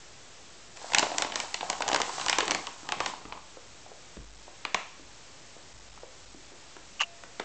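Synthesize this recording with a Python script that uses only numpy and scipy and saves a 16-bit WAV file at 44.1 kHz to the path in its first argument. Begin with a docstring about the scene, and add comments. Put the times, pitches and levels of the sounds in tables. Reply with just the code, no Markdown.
"""A small live room with a wooden floor: a faint hiss of shaped noise, then a cat scrambles in a stiff paper
bag. Creases snap as millisecond noise bursts, panels crinkle in clumps of tiny clicks, and paper slides as a
dense hiss. As the bag tips over it patters on the boards; soft bumps, each a short damped swing, go on as the
cat walks out. Deep booming knocks come through the camera body from midway, followed by fainter low booms. Near
the end something creaks right at the microphone, sticking and slipping, and leaves a faint metal ring; the room
answers the bag, and one late snap follows."""
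import sys
import numpy as np
from scipy import signal
from scipy.fft import rfft, irfft
from scipy.io import wavfile
from scipy.ndimage import map_coordinates

SR = 44100
rng = np.random.default_rng(int(sys.argv[2]) if len(sys.argv) > 2 else 0)


def wav_out(sig):
    """Save sig, one row per channel (or a flat mono array), as 16-bit PCM at SR to the path in sys.argv[1]."""
    wavfile.write(sys.argv[1], SR, np.round(np.clip(np.atleast_2d(sig).T, -1, 1) * 32767).astype(np.int16))


N = 328358
TIME = np.arange(N) / SR
BURST_TIME = TIME[:2048]


def from_db(db):
    """Turn decibels into an amplitude factor."""
    return 10 ** (np.asarray(db) / 20)


def rms_one(x):
    """Scale a sound to rms 1."""
    return x / np.sqrt(np.mean(x ** 2) + 1e-20)


def at_hz(points, hz):
    """Read a table on a log-frequency axis."""
    table_hz, value = np.transpose(points)
    return np.interp(np.log(np.maximum(hz, 1)), np.log(table_hz), value)


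def causal_response(spectrum, size=2048):
    """Minimum-phase impulse response of a spectrum: nothing sounds before the blow."""
    hz = np.maximum(np.arange(size // 2 + 1) * SR / size, 1)
    octaves_outside = np.abs(np.log2(hz / np.clip(hz, spectrum[0][0], spectrum[-1][0])))
    # beyond the table the level falls 10 dB per octave, for two octaves
    level_db = at_hz(spectrum, hz) - 10 * np.minimum(octaves_outside, 2)
    cepstrum = irfft(np.log(from_db(level_db)))
    # folding the cepstrum onto positive time gives minimum phase
    cepstrum[1:size // 2] *= 2
    cepstrum[size // 2 + 1:] = 0
    return irfft(np.exp(rfft(cepstrum)))


def through(x, response):
    """Convolve, keeping the length."""
    return signal.oaconvolve(x, response)[:len(x)]


def drift(rate_hz):
    """Slow chance joining random knots of spread 1 by straight lines."""
    knots = rng.standard_normal(2000)
    return np.interp(TIME * rate_hz, np.arange(len(knots)), knots)


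def add(out, s, sound):
    """Mix a sound in at time s."""
    i = max(round(s * SR), 0)
    out[i:i + len(sound)] += sound[:N - i]


def burst(response, rise_s, decay_s, jolt=0.0):
    """A quick run of tiny slips around one main jolt, through a body; its energy equals rms 1 over 10 ms."""
    rise = np.minimum(BURST_TIME / rise_s, 1) ** 2
    swell = rise * np.exp(-np.maximum(BURST_TIME - rise_s, 0) / decay_s)
    force = rng.standard_normal(len(BURST_TIME)) * swell / np.sqrt(np.sum(swell ** 2))
    force[np.argmax(swell)] += jolt * rng.choice([-1, 1])
    sound = through(force, response)
    return sound / np.sqrt(np.sum(sound ** 2) / (SR / 100))


def ring(hz, t60, t):
    """One mode dying by 60 dB in t60 seconds."""
    return np.sin(2 * np.pi * hz * t) * from_db(-60 * t / t60)


def grains(per_s, spread_db):
    """Clumps of tiny clicks of very unequal size; rms 1."""
    chance, size, sign = rng.random((3, N))
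    born = chance < per_s * from_db(4 * drift(30)) / SR
    clicks = np.zeros(N)
    loudness_db = spread_db * np.minimum(-np.log(1 - size[born]), 3.5)
    clicks[born] = from_db(loudness_db) * np.sign(sign[born] - .5)
    return rms_one(clicks)


# Microphone noise and room rumble. Each row: frequency in Hz, relative density in dB per Hz.
HISS_SPECTRUM = [(15, -33), (25, -11.5), (46, -0.5), (120, -2), (200, -7.5), (360, -5.5), (700, -6.5),
                 (1400, -11), (2500, -11.5), (4000, -13), (7200, -11.5), (8200, -13)]
HISS_DB = -56


def hiss():
    """Faint microphone noise over a low room rumble, both one shaped white noise."""
    noise = through(rng.standard_normal(N), causal_response(HISS_SPECTRUM, size=8192))
    return from_db(HISS_DB) * rms_one(noise)


# How hard the cat works the bag. Each row: time in seconds, panel flexing and sliding in dB before each layer's trim.
SCRAMBLE_EFFORT = [(0.76, -50.5, -47.5), (0.9, -44, -42.5), (0.959, -28, -45.5), (1.119, -37.5, -47),
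                   (1.2, -32, -38), (1.32, -41.5, -52), (1.38, -35.5, -40), (1.5, -49.5, -44),
                   (1.94, -32, -45.5), (2.159, -47, -36), (2.519, -33, -47.5), (2.74, -55.5, -50),
                   (2.86, -47.5, -50), (2.92, -43.5, -52), (3.079, -39.5, -42.5), (3.22, -52.5, -70),
                   (3.36, -44, -67.5), (3.46, -76, -65)]


def effort(t):
    """Levels in dB of flexing and sliding at time t; silent outside the scramble."""
    s, flexing, sliding = np.transpose(SCRAMBLE_EFFORT)
    return [np.interp(t, s, level, left=-200, right=-200) for level in (flexing, sliding)]


# Stiff facets of paper between creases. Each row: pitch in Hz, relative level in dB.
FACET_MODES = [(1500, -6), (2100, 4), (2900, -1.5), (4100, 1.5), (5600, 0), (7400, 5)]


def crinkle(per_s=230, cycles=6.1):
    """Small buckles, each ticking at the pitch of the facet where it happens; rms 1."""
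    clicks = grains(per_s, spread_db=4.5)
    facet = rng.integers(0, len(FACET_MODES), N)
    ticks = [from_db(db) * rms_one(ring(hz, cycles / hz, TIME[:512])) for hz, db in FACET_MODES]
    return rms_one(sum(through(clicks * (facet == k), tick) for k, tick in enumerate(ticks)))


# Bag panels flexing; snaps shift it in pitch. Each row: frequency in Hz before that shift, relative dB per Hz.
FLEX_SPECTRUM = [(60, -17.5), (150, -16), (300, -5.5), (520, -6), (760, 2.5), (1030, 2), (1350, -12.5),
                 (1900, -19.5)]
# Paper dragged over fur and boards. Each row: frequency in Hz, relative density in dB per Hz.
SLIDE_SPECTRUM = [(200, -7.5), (800, 8), (1500, 8.5), (2200, 0), (4400, 6.5), (8200, 7)]


def scramble(panel_db=-9.5, crinkle_db=-9.5, slide_db=-2.5):
    """Flexing panels knock and crinkle in clumps; paper dragged over fur and boards gives a fine hiss."""
    flexing, sliding = from_db(effort(TIME))
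    panels = rms_one(through(grains(per_s=170, spread_db=1.0), causal_response(FLEX_SPECTRUM)))
    slips = grains(per_s=6000, spread_db=3.0)
    slide = rms_one(through(slips, causal_response(SLIDE_SPECTRUM)))
    panel_layer = flexing * from_db(panel_db) * panels
    slide_layer = sliding * from_db(slide_db) * slide
    crinkle_layer = np.sqrt(flexing * sliding) * from_db(crinkle_db) * crinkle()
    return panel_layer + slide_layer + crinkle_layer


# The fallen bag pattering on the boards. Each row: frequency in Hz, relative density in dB per Hz.
PATTER_SPECTRUM = [(90, -9.5), (150, -1.5), (330, -1), (520, -5), (900, -28.5)]
TIP_START_S, TIP_END_S = 0.71, 2.63


def patter(patter_db=-14.5):
    """The further the bag has tipped, the louder its flexing panels pat the floor."""
    fallen = np.interp(TIME, [TIP_START_S, TIP_END_S], [0, 1])
    pats = rms_one(through(grains(per_s=90, spread_db=3.0), causal_response(PATTER_SPECTRUM)))
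    return fallen * from_db(effort(TIME)[0] + patter_db) * pats


def small_snaps(count=50, crack_db=3.0, flex_db=2.5, edge_db=-7.0, spread_db=2.5):
    """Lesser creases give way at uneven moments all through the scramble, as hard as the paper is being worked."""
    when, size, brightness = rng.random((count, 3)).T * 2 - 1
    # one snap falls at a random moment within each of the equal slots
    slot = np.arange(count) + (1 + when) / 2
    s = np.interp(slot, [0, count], [SCRAMBLE_EFFORT[0][0], SCRAMBLE_EFFORT[-1][0]])
    flexing, sliding = effort(s)
    crack = flexing + crack_db + spread_db * (size + brightness)
    flex = flexing + flex_db + spread_db * size
    edge = sliding + edge_db + spread_db * (size + brightness)
    return np.transpose([s, crack, flex, edge])


# Loud creases buckling. Each row: time in seconds, then crack, panel flex and bright edge in dB before trim.
LOUD_SNAPS = [(0.7706, -35, -46, -43), (0.9193, -25, -34, -36), (0.9338, -16.5, -29, -30.5),
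              (0.9466, -5.5, -27, -15.5), (0.9832, -8, -28, -14), (0.993, -16.5, -25.5, -18),
              (1.0266, -16.5, -20.5, -37), (1.1164, -30.5, -28, -46), (1.1822, -15, -30.5, -19.5),
              (1.2208, -13, -30.5, -22.5), (1.2461, -22, -28.5, -41), (1.3204, -22, -35.5, -40),
              (1.3568, -17.5, -32, -23.5), (1.4002, -17.5, -38.5, -25.5), (1.5421, -16.5, -34.5, -25.5),
              (1.6079, -21, -33.5, -48), (1.699, -17.5, -26.5, -21), (1.7283, -23.5, -32.5, -41),
              (1.8051, -28, -25, -34.5), (1.8206, -15.5, -35.5, -30), (1.8787, -19, -27, -25),
              (1.8875, -20, -28, -24.5), (1.915, -20, -25.5, -32), (1.93, -15.5, -25.5, -25.5),
              (1.9447, -13.5, -21, -22.5), (1.96, -14.5, -26.5, -23.5), (2.0008, -25.5, -23.5, -29),
              (2.016, -15, -33, -22.5), (2.0923, -31, -29.5, -39.5), (2.1964, -25.5, -33.5, -37),
              (2.2117, -21.5, -37, -36.5), (2.2619, -23, -26, -26), (2.2828, -13.5, -31, -25),
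              (2.2959, -12, -27.5, -16.5), (2.3276, -9.5, -26.5, -26.5), (2.3844, -12, -20, -19.5),
              (2.4043, -11.5, -29.5, -26.5), (2.4789, -17.5, -35, -28.5), (2.5084, -14, -27.5, -19.5),
              (2.5157, -15.5, -27.5, -29.5), (2.547, -15.5, -27.5, -24.5), (2.6685, -22.5, -33.5, -35),
              (2.8884, -21, -31.5, -37.5), (2.9204, -15, -26, -29), (3.0028, -15.5, -23, -31),
              (3.0602, -16, -28.5, -26), (3.3224, -26.5, -34.5, -60), (4.6501, -16.5, -30.5, -38.5),
              (4.7445, -10, -21.5, -24), (7.3961, -22, -40, -49.5)]
# Sharp body of a snap. Each row: frequency in Hz, relative density in dB per Hz.
CRACK_SPECTRUM = [(900, -27), (1400, -2), (1750, 0.5), (2900, 1.5), (3700, -3), (4500, -4.5), (6000, -24.5)]
# Bright edge of a snap. Each row: frequency in Hz, relative density in dB per Hz.
EDGE_SPECTRUM = [(2600, -21), (3900, -0.5), (5000, 6.5), (7000, 8), (8200, 2)]
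# the panels sound higher once the bag lies flattened on the floor
UPRIGHT_HZ, FALLEN_HZ = 808, 998


def snaps(rows, crack_db=-14.0, flex_db=-3.5, edge_db=-6.5, usual_hz=900, lead_s=0.0007):
    """A crease gives way within milliseconds and its panel swings a little longer."""
    out = np.zeros(N)
    crack_body, edge_body = causal_response(CRACK_SPECTRUM), causal_response(EDGE_SPECTRUM)
    for s, crack_level, flex_level, edge_level in rows:
        panel_hz = np.interp(s, [TIP_START_S, TIP_END_S], [UPRIGHT_HZ, FALLEN_HZ])
        flex_body = causal_response([(hz * panel_hz / usual_hz, db) for hz, db in FLEX_SPECTRUM])
        crack = burst(crack_body, rise_s=0.0017406, decay_s=0.0027, jolt=.6)
        flex = burst(flex_body, rise_s=0.002196, decay_s=0.0058, jolt=0.41)
        edge = burst(edge_body, rise_s=0.0011, decay_s=0.0019, jolt=0.56)
        snap = from_db(crack_level + crack_db) * crack
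        snap = snap + from_db(flex_level + flex_db) * flex
        snap = snap + from_db(edge_level + edge_db) * edge
        add(out, s - lead_s, snap)
    return out


# Paws and slack paper on the floor. Each row: start in seconds, bump in dB before trim,
# pitch in Hz, paper brush in dB before trim.
FLOOR_BUMPS = [(0.841, -31.5, 765, -45), (1.064, -30, 614, -33), (1.434, -31.5, 780, -45),
               (1.627, -24, 732, -35.5), (1.896, -23, 755, -28), (2.179, -28, 870, -27.5),
               (2.424, -26, 415, -34.5), (2.828, -40, 286, -46.5), (3.133, -31, 836, -56),
               (3.25, -34.5, 340, -36.5), (3.568, -37, 476, -48.5), (3.86, -40.5, 748, -56),
               (3.914, -39.5, 563, -49), (4.166, -35, 231.5, -41.5), (4.477, -38.5, 704, -55),
               (4.993, -43, 321.8, -58.5), (5.563, -43, 410, -57.5), (5.973, -45.5, 876, -43.5),
               (6.03, -34, 480, -60.5), (6.343, -40, 288, -60), (6.517, -45, 380.6, -54.5),
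               (6.763, -40.5, 388, -37.5), (7.233, -41.5, 384, -36), (7.396, -28, 424, -26.5)]
# Slack paper brushing the floor. Each row: frequency in Hz, relative density in dB per Hz.
BRUSH_SPECTRUM = [(500, -7), (900, -0.5), (1450, 1), (2200, -6), (4000, -16), (7500, -17.5)]


def bumps(bump_db=-7.5, brush_db=-9.0, cycles=6.7):
    """A soft push sets a slack panel swinging for a few cycles, with a light brush of paper."""
    out = np.zeros(N)
    brush_body = causal_response(BRUSH_SPECTRUM)
    soft = signal.butter(2, 1100, fs=SR, output="sos")
    for s, level, hz, brush_level in FLOOR_BUMPS:
        swing = signal.sosfilt(soft, np.diff(ring(hz, cycles / hz, BURST_TIME), prepend=0))
        bump = burst(swing, rise_s=0.00294, decay_s=0.0058, jolt=1.24)
        add(out, s, from_db(level + bump_db) * bump)
        brush = burst(brush_body, rise_s=0.0038, decay_s=0.0038, jolt=0.84)
        add(out, s, from_db(brush_level + brush_db) * brush)
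    return out


# Deep knocks through the camera body, then from 5 s fainter low booms. Each row: start in seconds, level in dB
# before trim.
DEEP_THUMPS = [(3.249, -43), (4.176, -34), (4.999, -48.5), (5.729, -45), (5.889, -48.5), (6.25, -47),
               (6.799, -51.5)]


def thumps(hz=49.48, t60=0.73, ring_db=-7.0, knock_db=-10.0):
    """A dull knock together with a low, boomy ring that outlasts it."""
    out = np.zeros(N)
    dull = causal_response([(40, -24), (90, 20.5), (190, 5), (400, -33)])
    for s, level in DEEP_THUMPS:
        add(out, s, from_db(level + ring_db) * ring(hz, t60, TIME[:SR]))
        add(out, s, from_db(level + knock_db) * burst(dull, rise_s=0.0039, decay_s=0.053))
    return out


# Stick-slip of the close creak. Each row: start in seconds, shell and rasp in dB before trim.
CREAK_SLIPS = [(6.994, -26, -59), (7.001, -36, -28.5), (7.0066, -14, -26), (7.012, -24, -23),
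               (7.02, -27, -33), (7.0327, -19.5, -42)]
# Modes of the creaking shell. Each row: frequency in Hz, relative level in dB, 60 dB decay in seconds.
SHELL_MODES = [(2800, 12.5, 0.0229), (2920, -3.5, .02), (2420, -10, 0.0124)]
# Scrape of each slip. Each row: frequency in Hz, relative density in dB per Hz.
RASP_SPECTRUM = [(300, -31), (800, -5), (1150, 1), (1600, -9), (2400, -3), (3000, 2.5), (3400, -15),
                 (4600, -12.5), (5400, -15), (6700, -7), (8300, -27.5)]
# Thin metal ringing on after the creak. Each row: frequency in Hz, starting level in dB, 60 dB decay in seconds.
METAL_RING = [(684, -52, 1.2), (1771, -64, 1.1), (2433, -62, 1.1), (2680, -59, 0.9)]


def creak(shell_db=-10.5, rasp_db=-2.5):
    """A hard shell sticks and slips close to the microphone, so it has no room around it."""
    out = np.zeros(N)
    rasp_body = causal_response(RASP_SPECTRUM)
    shell = sum(from_db(db) * ring(hz, t60, BURST_TIME) for hz, db, t60 in SHELL_MODES)
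    # the band filter makes the shell swell into its note
    swell_band = signal.butter(2, [2100, 3300], "band", fs=SR, output="sos")
    shell = signal.sosfilt(swell_band, shell)
    for s, level, rasp_level in CREAK_SLIPS:
        slip = burst(shell, rise_s=.0006, decay_s=0.002, jolt=0.81)
        add(out, s, from_db(level + shell_db) * slip)
        rasp = burst(rasp_body, rise_s=0.00158, decay_s=0.0065)
        add(out, s, from_db(rasp_level + rasp_db) * rasp)
    metal = sum(from_db(db) * ring(hz, t60, TIME[:SR]) for hz, db, t60 in METAL_RING)
    add(out, 7.02, metal)
    return out


# How long the room rings. Each row: frequency in Hz, 60 dB decay in seconds.
ROOM_DECAY = [(125, 0.18), (800, 0.42), (2500, 0.45), (8000, 0.65)]
# How strongly the room answers. Each row: frequency in Hz, tail in dB against the sound sent into it.
ROOM_LEVEL = [(125, -3), (800, -5), (2500, -5.5), (4000, -6.5), (8000, -9)]


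def room_tail(first_echo_s=0.0054, build_s=0.0023):
    """Dense reflections arrive after a short gap and linger longer in the treble."""
    size, tail = 24576, 0
    t, hz = TIME[:size], np.arange(size // 2 + 1) * SR / size
    octave = np.clip(np.log2(np.maximum(hz, 1) / 125), 0, 6)
    white = rfft(rng.standard_normal(size))
    for k in range(7):
        centre_hz = 125 * 2 ** k
        band = irfft(white * np.maximum(1 - np.abs(octave - k), 0), size)
        build = np.clip((t - first_echo_s) / build_s, 0, 1)
        fade = build * from_db(-60 * t / at_hz(ROOM_DECAY, centre_hz))
        level = from_db(at_hz(ROOM_LEVEL, centre_hz))
        tail = tail + band * fade / np.sqrt(np.sum(fade ** 2)) * level
    return tail


def room(x, tails, size=8192):
    """The bag keeps moving and turning, so successive stretches meet different reflections, in rotation."""
    out = np.zeros(N)
    for k, i in enumerate(range(0, N, size)):
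        add(out, i / SR, signal.fftconvolve(x[i:i + size], tails[k % len(tails)]))
    return out


def scene(snap_room_db=-1.0, bump_room_db=0.0):
    """The near and far faces of the bag radiate each snap differently into the room; creak and thumps are direct."""
    creases = np.vstack([LOUD_SNAPS, small_snaps()])
    front, back = snaps(creases), snaps(creases)
    rustle, steps = scramble() + patter(), bumps()
    tails = [room_tail() for _ in range(4)]
    # the two faces share the power sent into the room
    send = from_db(snap_room_db) / np.sqrt(2)
    near_room = room(send * front + rustle, tails)
    far_room = room(send * back + from_db(bump_room_db) * steps, tails[::-1])
    direct = front + rustle + steps + thumps() + creak() + hiss()
    return (direct + near_room + far_room)[None, :]


CUTOFF_HZ = 8600
CONVERTER_HZ, CONVERTER_STEP = 16000, 0.0055   # sampling rate in Hz, step as a fraction of full scale


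def record(dry):
    """A small camera's coarse converter: faint noise flips it between steps as hiss, stalling under a deep boom."""
    offset = -0.43 * CONVERTER_STEP
    narrow = signal.cheby1(12, .2, CUTOFF_HZ, fs=SR, output="sos")
    ticks = np.arange(0, N / SR, 1 / CONVERTER_HZ)
    sampled = map_coordinates(signal.sosfilt(narrow, dry[0]), [ticks * SR]) + offset
    stepped = CONVERTER_STEP * np.round(sampled / CONVERTER_STEP)
    restored = signal.resample_poly(stepped, SR, CONVERTER_HZ)[:N]
    return signal.sosfilt(narrow, restored)[None, :]


dry = scene()
out = record(dry)
wav_out(out)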